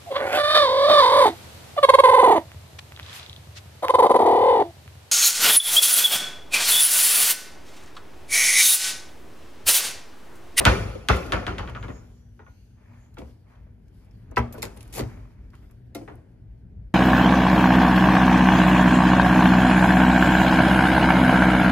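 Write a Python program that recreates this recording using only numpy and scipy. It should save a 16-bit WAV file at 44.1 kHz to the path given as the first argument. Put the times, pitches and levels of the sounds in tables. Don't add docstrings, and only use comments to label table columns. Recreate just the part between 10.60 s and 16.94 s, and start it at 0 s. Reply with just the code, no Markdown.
import sys
import numpy as np
from scipy import signal
from scipy.fft import rfft, irfft, next_fast_len
from scipy.io import wavfile
from scipy.ndimage import uniform_filter1d, map_coordinates

SR = 44100
rng = np.random.default_rng(int(sys.argv[2]) if len(sys.argv) > 2 else 0)


def undo_db(level):
    steps = np.asarray(level, float) / 20
    return 10 ** steps


def put_to_file(sound):
    columns = np.atleast_2d(sound).T
    safe = np.clip(columns, -1, 1)
    whole_steps = np.round(safe * 32767)
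    wavfile.write(sys.argv[1], SR, whole_steps.astype(np.int16))


N = 279594
LONG = SR * 3 // 5


def unit(x):
    return x / np.sqrt(np.mean(x ** 2) + 1e-20)


def along(points, hz):
    f, v = np.transpose(points)
    return np.interp(np.log(hz + 1), np.log(f + 1), v)


def wobble(rate):
    knots = rng.standard_normal(int(N * rate / SR) + 4)
    return map_coordinates(knots, [np.arange(N) * rate / SR])


def patches(shape, bands, frames):
    field = uniform_filter1d(rng.standard_normal(shape), size=bands, axis=0)
    return uniform_filter1d(field, size=frames, axis=1)


def filtered(x, response):
    m = next_fast_len(x.shape[-1] + 8192)
    return irfft(rfft(x, m) * response(np.fft.rfftfreq(m, 1 / SR)), m)[..., :x.shape[-1]]


# f/Hz, likeness
ALIKE = [(60, 0.99), (130, 0.93), (290, 0.72), (640, 0.1), (1410, 0.6), (3100, 0.5), (6820, 0.0091),
         (15000, 0.98)]


def ports(pair, gain):
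    turn = lambda hz: np.arccos(np.clip(along(ALIKE, hz), -1, 1)) / 2
    mid, side = filtered(pair, lambda hz: gain(hz) * [np.cos(turn(hz)), np.sin(turn(hz))])
    return np.array([mid + side, mid - side])


def rush(spectrum, patchy_db, grain_db=0):
    white = rng.standard_normal((2, N)) * undo_db(grain_db * wobble(900))
    z = signal.stft(white, nperseg=512)[2]
    z = z * undo_db(patchy_db * unit(patches(z.shape[1:], 5, 10)))
    pair = signal.istft(z, nperseg=512)[1][:, :N]
    return unit(ports(pair, lambda hz: undo_db(along(spectrum, hz))))


def decay(t60, rise=.0005):
    t = np.arange(LONG) / SR
    return undo_db(-60 * t / t60) * (1 - np.exp(-t / rise))


def ring(hz, t60, rise):
    t = np.arange(LONG) / SR
    step = rng.normal(0, .7, (2, 1)) * np.arccos(np.clip(along(ALIKE, hz), 0, 1))
    return np.sin(2 * np.pi * hz * t + step) * decay(t60, rise)


def modes(table, rise):
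    return sum(undo_db(db) * ring(hz, t60, rise) for hz, db, t60 in table)


def burst(gain, t60, rise=.0005):
    grain = undo_db(4 * np.repeat(rng.standard_normal(LONG // 40 + 1), 40)[:LONG])
    return unit(ports(rng.standard_normal((2, LONG)) * grain, gain)) * decay(t60, rise)


# f/Hz, t60/s
ROOM = [(100, 0.51), (400, 0.35), (1500, 0.18), (4000, 0.24), (12000, 0.88)]
FAR_DB, FAR_TIMES = -12.5, 4.8


def tail(gain, rise):
    diffuse = unit(ports(rng.standard_normal((2, LONG)), gain))
    hz, t, z = signal.stft(diffuse, SR, nperseg=256)
    fall_db = -60 * t / along(ROOM, hz)[:, None]
    far_db = FAR_DB - 8 * hz[:, None] / 10000 + fall_db / FAR_TIMES
    both = undo_db(fall_db) + undo_db(far_db)
    both = both * undo_db(1.8 * unit(patches(both.shape, 2, 6)))
    x = signal.istft(z * both, SR, nperseg=256)[1][:, :LONG]
    return x * decay(99, rise) * np.linspace(1, 0, LONG) ** .5


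def add(out, s, x):
    at = round(s * SR)
    out[:, at:at + x.shape[1]] += x


def tilted(spectrum, treble_db, knee_hz):
    return lambda hz: undo_db(along(spectrum, hz) + treble_db / (1 + (knee_hz / (hz + 1)) ** 2.5))


def lumpy(gain, depth_db, width_hz):
    knots = rng.standard_normal(1200)
    return lambda hz: gain(hz) * undo_db(depth_db * np.interp(hz / width_hz, np.arange(len(knots)), knots))


def resonant(peaks):
    band = lambda f, c, w: 1j * f * w / (c * c - f * f + 1j * f * w)
    return lambda f: sum((-1) ** k * undo_db(db) * band(f, c, w) for k, (c, w, db) in enumerate(peaks))


def snap(hz, width_hz, order=2, top=lambda f: 1, apart=2):
    spike = np.zeros((2, 2048))
    spike[[0, 1], [60 + apart, 60]] = 1
    band = lambda f: 1j * f * width_hz / (hz * hz - f * f + 1j * f * width_hz)
    x = filtered(spike, lambda f: top(f) * band(f) ** order)
    return x / np.abs(x).max()


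def thump():
    return ring(rng.normal(70, 4), .2, .003) + .7 * ring(rng.normal(118, 5), .3, .005)


def swell(start, length, db, rise=.3, sag_db=5, edge_db=18, release=.1):
    end = start + length
    times = [start - release / 4, start, start + rise * length, end, end + release]
    levels = [db - edge_db - 40, db - edge_db, db, db - sag_db, db - sag_db - 28.5]
    return undo_db(np.interp(np.arange(N) / SR, times, levels, -150, -150))


def glide(from_hz, to_hz, start, length, width_hz):
    hz = np.interp(np.arange(N) / SR, [start, start + length], [from_hz, to_hz])
    turn = 2 * np.pi * np.cumsum(hz) / SR
    band = lambda: wobble(width_hz) * np.cos(turn) + wobble(width_hz) * np.sin(turn)
    return unit(np.array([band(), band()]))


# f/Hz, level/dB
HUM = [(119, -57.5), (237, -61)]


def compressor():
    t = np.arange(N) / SR
    hum = 0
    for hz, db in HUM:
        hum = hum + undo_db(db + 5.7 * wobble(9)) * np.sin(2 * np.pi * (hz * t + 0.057 * wobble(10)))
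    return hum * undo_db(-1.2 * (t - 2))


# f/Hz, density level/dB
RUMBLE = [(13, -30), (22, -6), (43, 2), (54, 1.5), (75, -8), (108, -4), (127, -9.5), (141, -16.5),
          (198, -15), (225, -24.5), (361, -36.5), (395, -28.5), (500, -40.5), (650, -69), (1100, -120)]
# f/Hz, density level/dB
MURMUR = [(150, -31.5), (250, -5), (537, -17), (586, -20.5), (616, -16.5), (887, -25.5), (1150, -40.5),
          (1540, -26), (5000, -51), (6500, -87), (11000, -120)]
# t/s, length/s, rumble level/dB, murmur over rumble/dB
SWINGS = [
    (-.1, 0.39, -29, -16),
    (0.573, 0.19, -31.5, -3.5),
    (0.861, .42, -37, -31),
    (2.449, 0.13, -52, -21),
    (3.002, 0.98, -51, -29),
    (3.699, 0.4, -42.5, -11.5),
    (4.194, 0.42, -42.5, -16.5),
    (4.592, 0.96, -50.5, -19),
    (5.457, 0.14, -47, -9.5),
    (5.789, 0.45, -47.5, -31.5),
]
RUMBLE_DB, MURMUR_DB = -47, -66


def room_air():
    stir = lambda s, length, db: swell(s, length, db, rise=0.91, sag_db=9, edge_db=7, release=0.4)
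    rumble = undo_db(RUMBLE_DB + 1.3 * wobble(2.3)) + sum(stir(s, n, db) for s, n, db, _ in SWINGS)
    murmur = undo_db(MURMUR_DB) + sum(stir(s, n, db + over_db) for s, n, db, over_db in SWINGS)
    return rumble * rush(RUMBLE, 1.3) + murmur * rush(MURMUR, 1.5)


# f/Hz, density level/dB
SLIDE = [(350, -31.5), (600, 1), (651, -6), (1000, -3.5), (1120, -5), (1800, -8.5), (2450, -9.5),
         (2850, -19), (3700, -25), (7000, -30.5), (9100, -56.5), (15400, -120)]
# f/Hz, density level/dB
HISS = [(1760, -27.5), (3000, 2), (3980, -4), (4450, 0), (6850, -7.5), (8230, -9.5), (9960, -6),
        (10900, -6), (15100, -14.5), (16200, -18)]
# t/s, length/s, rub level/dB, skin hiss level/dB
STROKES = [(-.05, 0.057, -59, -42.5), (0.49, 0.17, -57, -51.5), (1.343, 0.052, -59.5, -102),
           (2.18, 0.28, -62.5, -87.5), (2.598, 0.039, -68, -66.5), (2.867, 0.14, -62, -87.5),
           (3.28, 0.42, -73, -77.5), (3.928, 0.19, -65, -68.5), (4.155, 0.32, -63.5, -67),
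           (3.605, 0.17, -76, -91.5), (4.45, 0.5, -86, -88.5), (4.92, 0.23, -75, -74.5),
           (5.551, 0.13, -82, -104)]
# t/s, length/s, level/dB
SETTLE = [
    (1.354, 0.06, -60),
    (4.064, 0.14, -55),
    (4.473, 0.42, -56.5),
    (5.498, 0.15, -72),
]
# t/s, length/s, start f/Hz, end f/Hz, level/dB
HINGE = [
    (0.869, 0.7, 6094, 6930, -70.5),
    (1.0, 0.43, 7200, 7300, -77.5),
    (1.25, 0.44, 5112, 5950, -76),
    (1.66, 0.46, 6050, 6350, -80),
    (1.88, .22, 4200, 4600, -82),
    (1.9, .2, 2450, 2600, -80),
    (2.147, 0.51, 6358, 6500, -82.5),
    (2.33, .25, 7000, 7100, -82),
]
HISS_DB, RUB_DB = -85, -81.5
HINGE_AIR_DB = -4


def hand_and_hinge():
    rub, hiss = undo_db(RUB_DB), undo_db(HISS_DB)
    for s, length, rub_db, hiss_db in STROKES:
        rub = rub + swell(s, length, rub_db, rise=0.46, sag_db=8, edge_db=8, release=0.24)
        hiss = hiss + swell(s, length, hiss_db, rise=0.13, sag_db=6, edge_db=12.5, release=0.42)
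    for s, length, db in SETTLE:
        rub = rub + swell(s, length, db, rise=0.044, sag_db=20.0, release=0.3)
    squeal = 0
    for s, length, from_hz, to_hz, db in HINGE:
        turning = swell(s, length, db, rise=0.47, sag_db=6, edge_db=6, release=0.18)
        squeal = squeal + turning * glide(from_hz, to_hz, s, length, width_hz=750)
        hiss = hiss + undo_db(HINGE_AIR_DB) * turning
    squeal = undo_db(2.94 * wobble(14)) * squeal
    skin = unit(filtered(rush(SLIDE, 1.1, 1.8), lumpy(np.ones_like, depth_db=1.3, width_hz=100)))
    return rub * undo_db(1.1 * wobble(29)) * skin + squeal + hiss * undo_db(1.7 * wobble(22)) * rush(HISS, 1.8)


# f/Hz, width/Hz, level/dB
ZIP = [(2040, 250, -3), (2580, 160, 1), (3694, 350, -3), (4360, 200, 0), (5220, 350, -4.5), (6620, 440, -6),
       (7250, 430, -1.5), (11500, 3000, -8)]
# f/Hz, level/dB, t60/s
TRAY = [(291.6, 0, 0.34), (532, -6, 0.25), (684, -4.5, 0.23), (860, -11, 0.19), (1380, -12, 0.12),
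        (1900, -12, 0.12), (2120, -10, .1), (2490, -15, .08), (3850, -6, .025), (4050, -19, .07),
        (5250, -20, .05), (5550, -14, 0.09)]
# f/Hz, level/dB, t60/s
CLACK = [(400, -8, .15), (463.4, -6.5, 0.14), (985, 1.5, .12), (1130, -4.5, .06), (1310, -2.5, 0.092),
         (1562, -4.5, 0.07), (1956, -5.5, .07), (2610, -13, .08), (3250, -22, .06)]
# t/s, level/dB
TAPS = [
    (1.7915, -53),
    (1.8625, -51),
]
# f/Hz, level/dB, t60/s
WIRE = [(1000, -8, .12), (1440, 0, .2), (1870, -5, .12)]
ZIP_S, ZIP_LONG_S, ZIP_DB = 4.0198, 0.0093, -36
TRAY_S, TRAY_DB, CLACK_S, CLACK_DB = 5.3478, -34, 3.7685, -16.5


def fittings():
    out = np.zeros((2, N + LONG))
    add(out, TRAY_S, undo_db(TRAY_DB) * modes(TRAY, 0.001))
    add(out, CLACK_S, undo_db(CLACK_DB) * modes(CLACK, 0.00041))
    for s, db in TAPS:
        add(out, s, undo_db(db) * modes(WIRE, .001))
    rasp = swell(ZIP_S, ZIP_LONG_S, ZIP_DB, rise=0.078, sag_db=-3.0, edge_db=28, release=0.055)
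    grains = rng.standard_normal((2, N)) * undo_db(4 * wobble(700))
    return out[:, :N] + rasp * unit(filtered(grains, resonant(ZIP)))


# t/s, peak level/dB, f/Hz, treble level/dB
TICKS = [(0.3488, -42.5, 3220, -25), (0.559, -33, 3050, -9), (0.6613, -42, 4600, -8),
         (1.095, -42, 3130, -19), (2.5401, -57.5, 4230, -3), (2.5823, -38.5, 3370, -18),
         (2.7055, -62, 4350, -25), (2.953, -57, 3140, -26), (3.0294, -65, 3030, -24),
         (3.2804, -62.5, 5930, -11), (3.3448, -68, 10760, -5), (3.4453, -60.5, 10600, -12.5),
         (3.5098, -58, 5260, -14), (3.7104, -57, 5975, -6), (3.7601, -34, 4730, -21),
         (3.7645, -35, 5200, -19), (3.7775, -32, 5770, -12), (3.924, -35.5, 12700, -4.5),
         (3.9777, -43.5, 11200, -13), (4.006, -60, 2900, -14), (4.145, -63, 12500, -3),
         (4.1617, -51.5, 11500, -3), (4.251, -57, 4450, -8), (4.1708, -44.5, 10000, -14),
         (4.2058, -42.5, 10200, -17), (4.2257, -47, 10330, -10), (4.275, -49, 9230, -5),
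         (4.3001, -56, 10300, 5), (4.392, -28.5, 4460, -15), (4.901, -63, 4980, -10),
         (4.9513, -54, 3220, -14), (5.1095, -54.5, 3240, 3), (5.3474, -34.5, 3900, -6),
         (5.5538, -58, 9600, 4)]
# f/Hz, density level/dB
RUBBER = [(880, -31.5), (1500, -12), (2520, -1), (3130, -8), (4350, -6), (4810, -6.5), (7450, -4),
          (8150, -8.5), (11200, -4.5), (15000, -15), (16200, -19.5)]
TICK_T60 = 0.069
PEEL_S, PEEL_LONG_S = 4.322, 0.063
CRACKLE_DB, DOOR_DB, SUCTION_DB = -44, -32.5, -27
DOOR_LATE_S, SUCTION_LATE_S = 0.0075, 0.048


def seal():
    out = np.zeros((2, N + LONG))
    for s, db, hz, treble_db in TICKS:
        thin = tilted(RUBBER, 1.6 * (treble_db + 8.5), knee_hz=6980)
        colour = lambda f: thin(f) * (1 + 3.5 / (1 + ((f - hz) / (0.031 * hz)) ** 2))
        t60 = TICK_T60 * undo_db(0.2 * (db + 34.5))
        add(out, s, undo_db(db - 4.0) * snap(hz, hz, top=thin))
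        body = undo_db(-5) * burst(colour, t60, 0.00012) + undo_db(-37.0) * tail(colour, 0.0057)
        add(out, s + 0.001, undo_db(db) * body)
    crackle = swell(PEEL_S, PEEL_LONG_S, CRACKLE_DB, rise=0.077, sag_db=-8.0, edge_db=29, release=0.048)
    door = swell(PEEL_S, PEEL_LONG_S + DOOR_LATE_S, DOOR_DB, rise=0.83, sag_db=-2.5, edge_db=24, release=0.12)
    suction = swell(PEEL_S, PEEL_LONG_S + SUCTION_LATE_S, SUCTION_DB,
                    rise=0.94, sag_db=5.0, edge_db=25, release=0.13)
    # f/Hz, density level/dB
    shell = [(150, -14.0), (311, -2.5), (360, -3.5), (415, 0.0), (540, -8), (750, -7.0), (1000, -11.5),
             (2000, -24.0), (4000, -58.0)]
    pocket = [(40, -20.0), (80, 1.0), (123, 7.0), (160, -11.5), (210, -3.5), (300, -55)]
    peel = crackle * rush(RUBBER, 0.4, grain_db=2)
    return out[:, :N] + peel + door * rush(shell, 0.83, grain_db=-2.5) + suction * rush(pocket, 0.98)


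# t/s, peak level/dB, treble level/dB, ring f/Hz, crack level/dB
KNOCKS = [(0.001, -17, -29, 384, -19.5), (0.041, -23.5, -16, 1500, -16), (0.351, -34.5, -35, 405, -44),
          (1.280, -28, -38, 265, -18), (1.791, -40, -33, 411, -8), (1.863, -46, -33, 1100, -6),
          (2.568, -33.5, -27.5, 1330, -13.5), (2.583, -35.5, -24, 294.5, -33),
          (2.613, -35.5, -33, 486, -26), (2.672, -51.5, -33, 270, -17), (3.063, -53, -38, 668, -18),
          (3.713, -39.5, -38, 517, -21), (3.769, -15, -24.5, 800, -4), (3.778, -19.5, -46, 1220, -30),
               (3.939, -33.5, -61.5, 603, -10.5), (3.978, -33.5, -19.5, 450, -36),
               (4.027, -23, -11, 446, -17), (4.163, -40, -25, 379, -20), (4.393, -24, -16.5, 307, -25.5),
               (4.932, -46, -25, 318, -6), (5.022, -50.5, -28, 290, -14), (5.098, -57, -23, 294, 1),
               (5.348, -33, -9, 375, -23.5), (5.356, -33, -38, 297.4, -33), (5.41, -38, -31, 323, -32),
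               (5.476, -32, -30.5, 406, -8), (5.505, -39.5, -41, 304, -20)]
# f/Hz, density level/dB
PLASTIC = [(120, -35.5), (200, -6), (297, -9), (471, -6), (774, -5.5), (967, -3.5), (1760, -10),
           (1990, -7.5), (3050, -18.5), (12000, -47.5), (15600, -79), (22000, -120)]
# multiple of ring f, level/dB
LINER = [(.55, -7), (.8, -5), (1, 10.5), (1.3, 0.5), (1.749, -7.5), (2.301, 2)]
# t/s, level/dB
SHOVES = [
    (2.614, -34.5),
    (3.767, -16),
    (3.98, -36),
    (4.394, -24.5),
]
PUSH_DB = -44.5


def knocks():
    out = np.zeros((2, N + LONG))
    for s, db, treble_db, hz, crack_db in KNOCKS:
        upper = tilted(PLASTIC, treble_db - crack_db + 12.0, knee_hz=3130)
        cracked = lambda f: upper(f) * undo_db((crack_db + 8) / (1 + (800 / (f + 1)) ** 4))
        colour = lumpy(cracked, depth_db=3, width_hz=90)
        liner = 0
        for k, level in LINER:
            gain = undo_db(level + rng.normal(0, 2))
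            liner = liner + gain * ring(hz * k * rng.normal(1, 0.024), 45 / (hz * k), 0.00047)
        liner_db = -15.5 - 0.42 * (crack_db + 18) / (1 + (hz / 700) ** 4)
        contact = snap(1300, 1300, top=lambda f: 1 / (1 + (f / 4000) ** 4))
        add(out, s, undo_db(PUSH_DB) * thump())
        add(out, s, undo_db(db + min(crack_db, 0) + 4) * contact)
        body = undo_db(liner_db) * liner + undo_db(-6.5) * burst(colour, 0.15, 0.0026) + undo_db(-17.0) * tail(colour, .008)
        add(out, s + .001, undo_db(db) * body)
    for s, db in SHOVES:
        jolt = thump() + undo_db(-5.0) * ring(237, 0.36, 0.027) + undo_db(-25) * ring(350, 0.14, 0.015)
        add(out, s, undo_db(db) * jolt)
    return out[:, :N]


# t/s, peak level/dB, boom level/dB, treble level/dB
BOUNCES = [
    (0.051, -4, -13, -12.5),
    (0.485, -8.5, -11.5, -14.5),
    (0.72, -13, -15.5, -18.5),
    (0.865, -19.5, -13.5, -20),
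    (0.981, -23.5, -12, -19.5),
    (1.074, -31.5, -13, -27),
    (1.148, -29, -16, -32),
    (1.226, -31.5, -12, -25),
    (1.281, -39, -0.5, -19),
]
# f/Hz, density level/dB
PANEL = [(59, -24.5), (100, -5), (255, -18.5), (535, -15), (818, -19), (950, -19), (1420, -12),
         (1580, -19.5), (2320, -20), (7140, -44), (7940, -54.5), (10000, -49.5), (16000, -76)]
# f/Hz, level/dB, t60/s
PANEL_MODES = [(307, -8, 2.8), (517, -6, 0.81), (636, -10, 0.93), (727, -20, 5.0), (962, -3, 0.26),
               (1145, -3, 0.35), (1382, -1, 0.16), (1459, 0, 0.2), (1690, -16, 5.0), (2191, -13, 0.41),
               (2455, -17, 0.19), (2692, -18, 1.1), (3074, -10, 0.22), (4021, -25, 0.41)]
# delay t/s, level/dB
WALLS = [(.0045, -7), (.013, -2), (.019, -5), (.026, -8)]
# f/Hz, width/Hz, level/dB
STOP = [(1500, 540, -2), (2500, 620, -3), (3350, 600, 0), (4907, 760, -8), (5940, 1100, -9),
        (9900, 5000, -13)]


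def cabinet():
    out = np.zeros((2, N + LONG))
    for s, db, boom_db, treble_db in BOUNCES:
        wood = lumpy(lambda hz: 1 / (1 + (170 / (hz + 1)) ** 4), depth_db=3, width_hz=45)
        tilt = tilted(PANEL, treble_db + 11.5, knee_hz=4600)
        colour = lambda hz: tilt(hz) * wood(hz)
        dulling = lambda hz: undo_db(2.1 * (treble_db + 10.5) / (1 + (5000 / (hz + 1)) ** 4))
        edge = lambda hz: dulling(hz) * resonant(STOP)(hz)
        click_db = db + 0.2 * (treble_db + 11) + np.array([[5.5], [3]])
        add(out, s, undo_db(click_db) * snap(3500, 9000, 0.23, edge))
        chatter = burst(lambda hz: np.abs(edge(hz)), .035, .0006)
        add(out, s + .0015, undo_db(db - 13.5) * chatter)
        for late, wall_db in WALLS:
            echo = snap(rng.normal(1400, 150), 900, apart=rng.integers(-16, 17))
            add(out, s + late, undo_db(db + wall_db + rng.normal(0, 2, (2, 1))) * echo)
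        loose = lambda hz: tilt(hz) * (hz / 3000) / (1 + (2300 / (hz + 1)) ** 4)
        rattle = burst(loose, .1, .002)
        panel = 0
        for hz, level, t60 in PANEL_MODES:
            gain = undo_db(level + rng.normal(0, 1.3))
            panel = panel + gain * ring(hz * rng.normal(1, .02), min(t60, .3) * 0.7, 0.0055)
        boom = ring(63, 0.19, 0.0067) + .6 * ring(82, 0.2, 0.0018) + 0.6 * ring(105, 0.17, .003)
        boom = boom + .2 * ring(185, 0.3, 0.0026) + .15 * ring(243, 0.28, 0.004)
        body = undo_db(-17.5) * rattle + undo_db(-23.5) * ring(388, .5, .01) + undo_db(-13.5) * panel
        body = body + undo_db(-8) * tail(colour, 0.0063) - undo_db(boom_db + 11.5) * boom
        add(out, s + .0012, undo_db(db) * body)
    return out[:, :N]


def scene():
    return compressor() + room_air() + hand_and_hinge() + fittings() + seal() + knocks() + cabinet()


def top_cut(x):
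    return signal.sosfilt(signal.butter(12, 16630, fs=SR, output="sos"), x)


# f/Hz, left minus right level/dB
LEAN = [(60, 1.5), (180, 1.5), (550, 3), (1650, -0.5), (4970, 1), (15000, 0.5)]


def record(dry):
    delay = lambda hz: .026 * (100 / (hz + 30)) ** 1.25
    lag = lambda hz: np.exp(-2j * np.pi * np.cumsum(delay(hz)) * hz[1])
    cut = lambda hz: 1 / (1 + (45 / (hz + 1)) ** 6) / (1 + (hz / 15500) ** 90.5)
    side = np.array([[.5], [-.5]])
    spacing = lambda hz: np.exp(2j * np.pi * np.sin(hz / 4000) * side * 0.35)
    lean = lambda hz: undo_db(along(LEAN, hz) * side) * spacing(hz)
    lead = SR // 10
    x = np.pad(dry, ((0, 0), (lead, 0)), "reflect")
    x = filtered(x, lambda hz: lag(hz) * cut(hz) * lean(hz))[:, lead:]
    x = x / (1 + np.abs(x / .95) ** 6) ** (1 / 6)
    return top_cut(x)


dry = scene()
out = record(dry)
put_to_file(out)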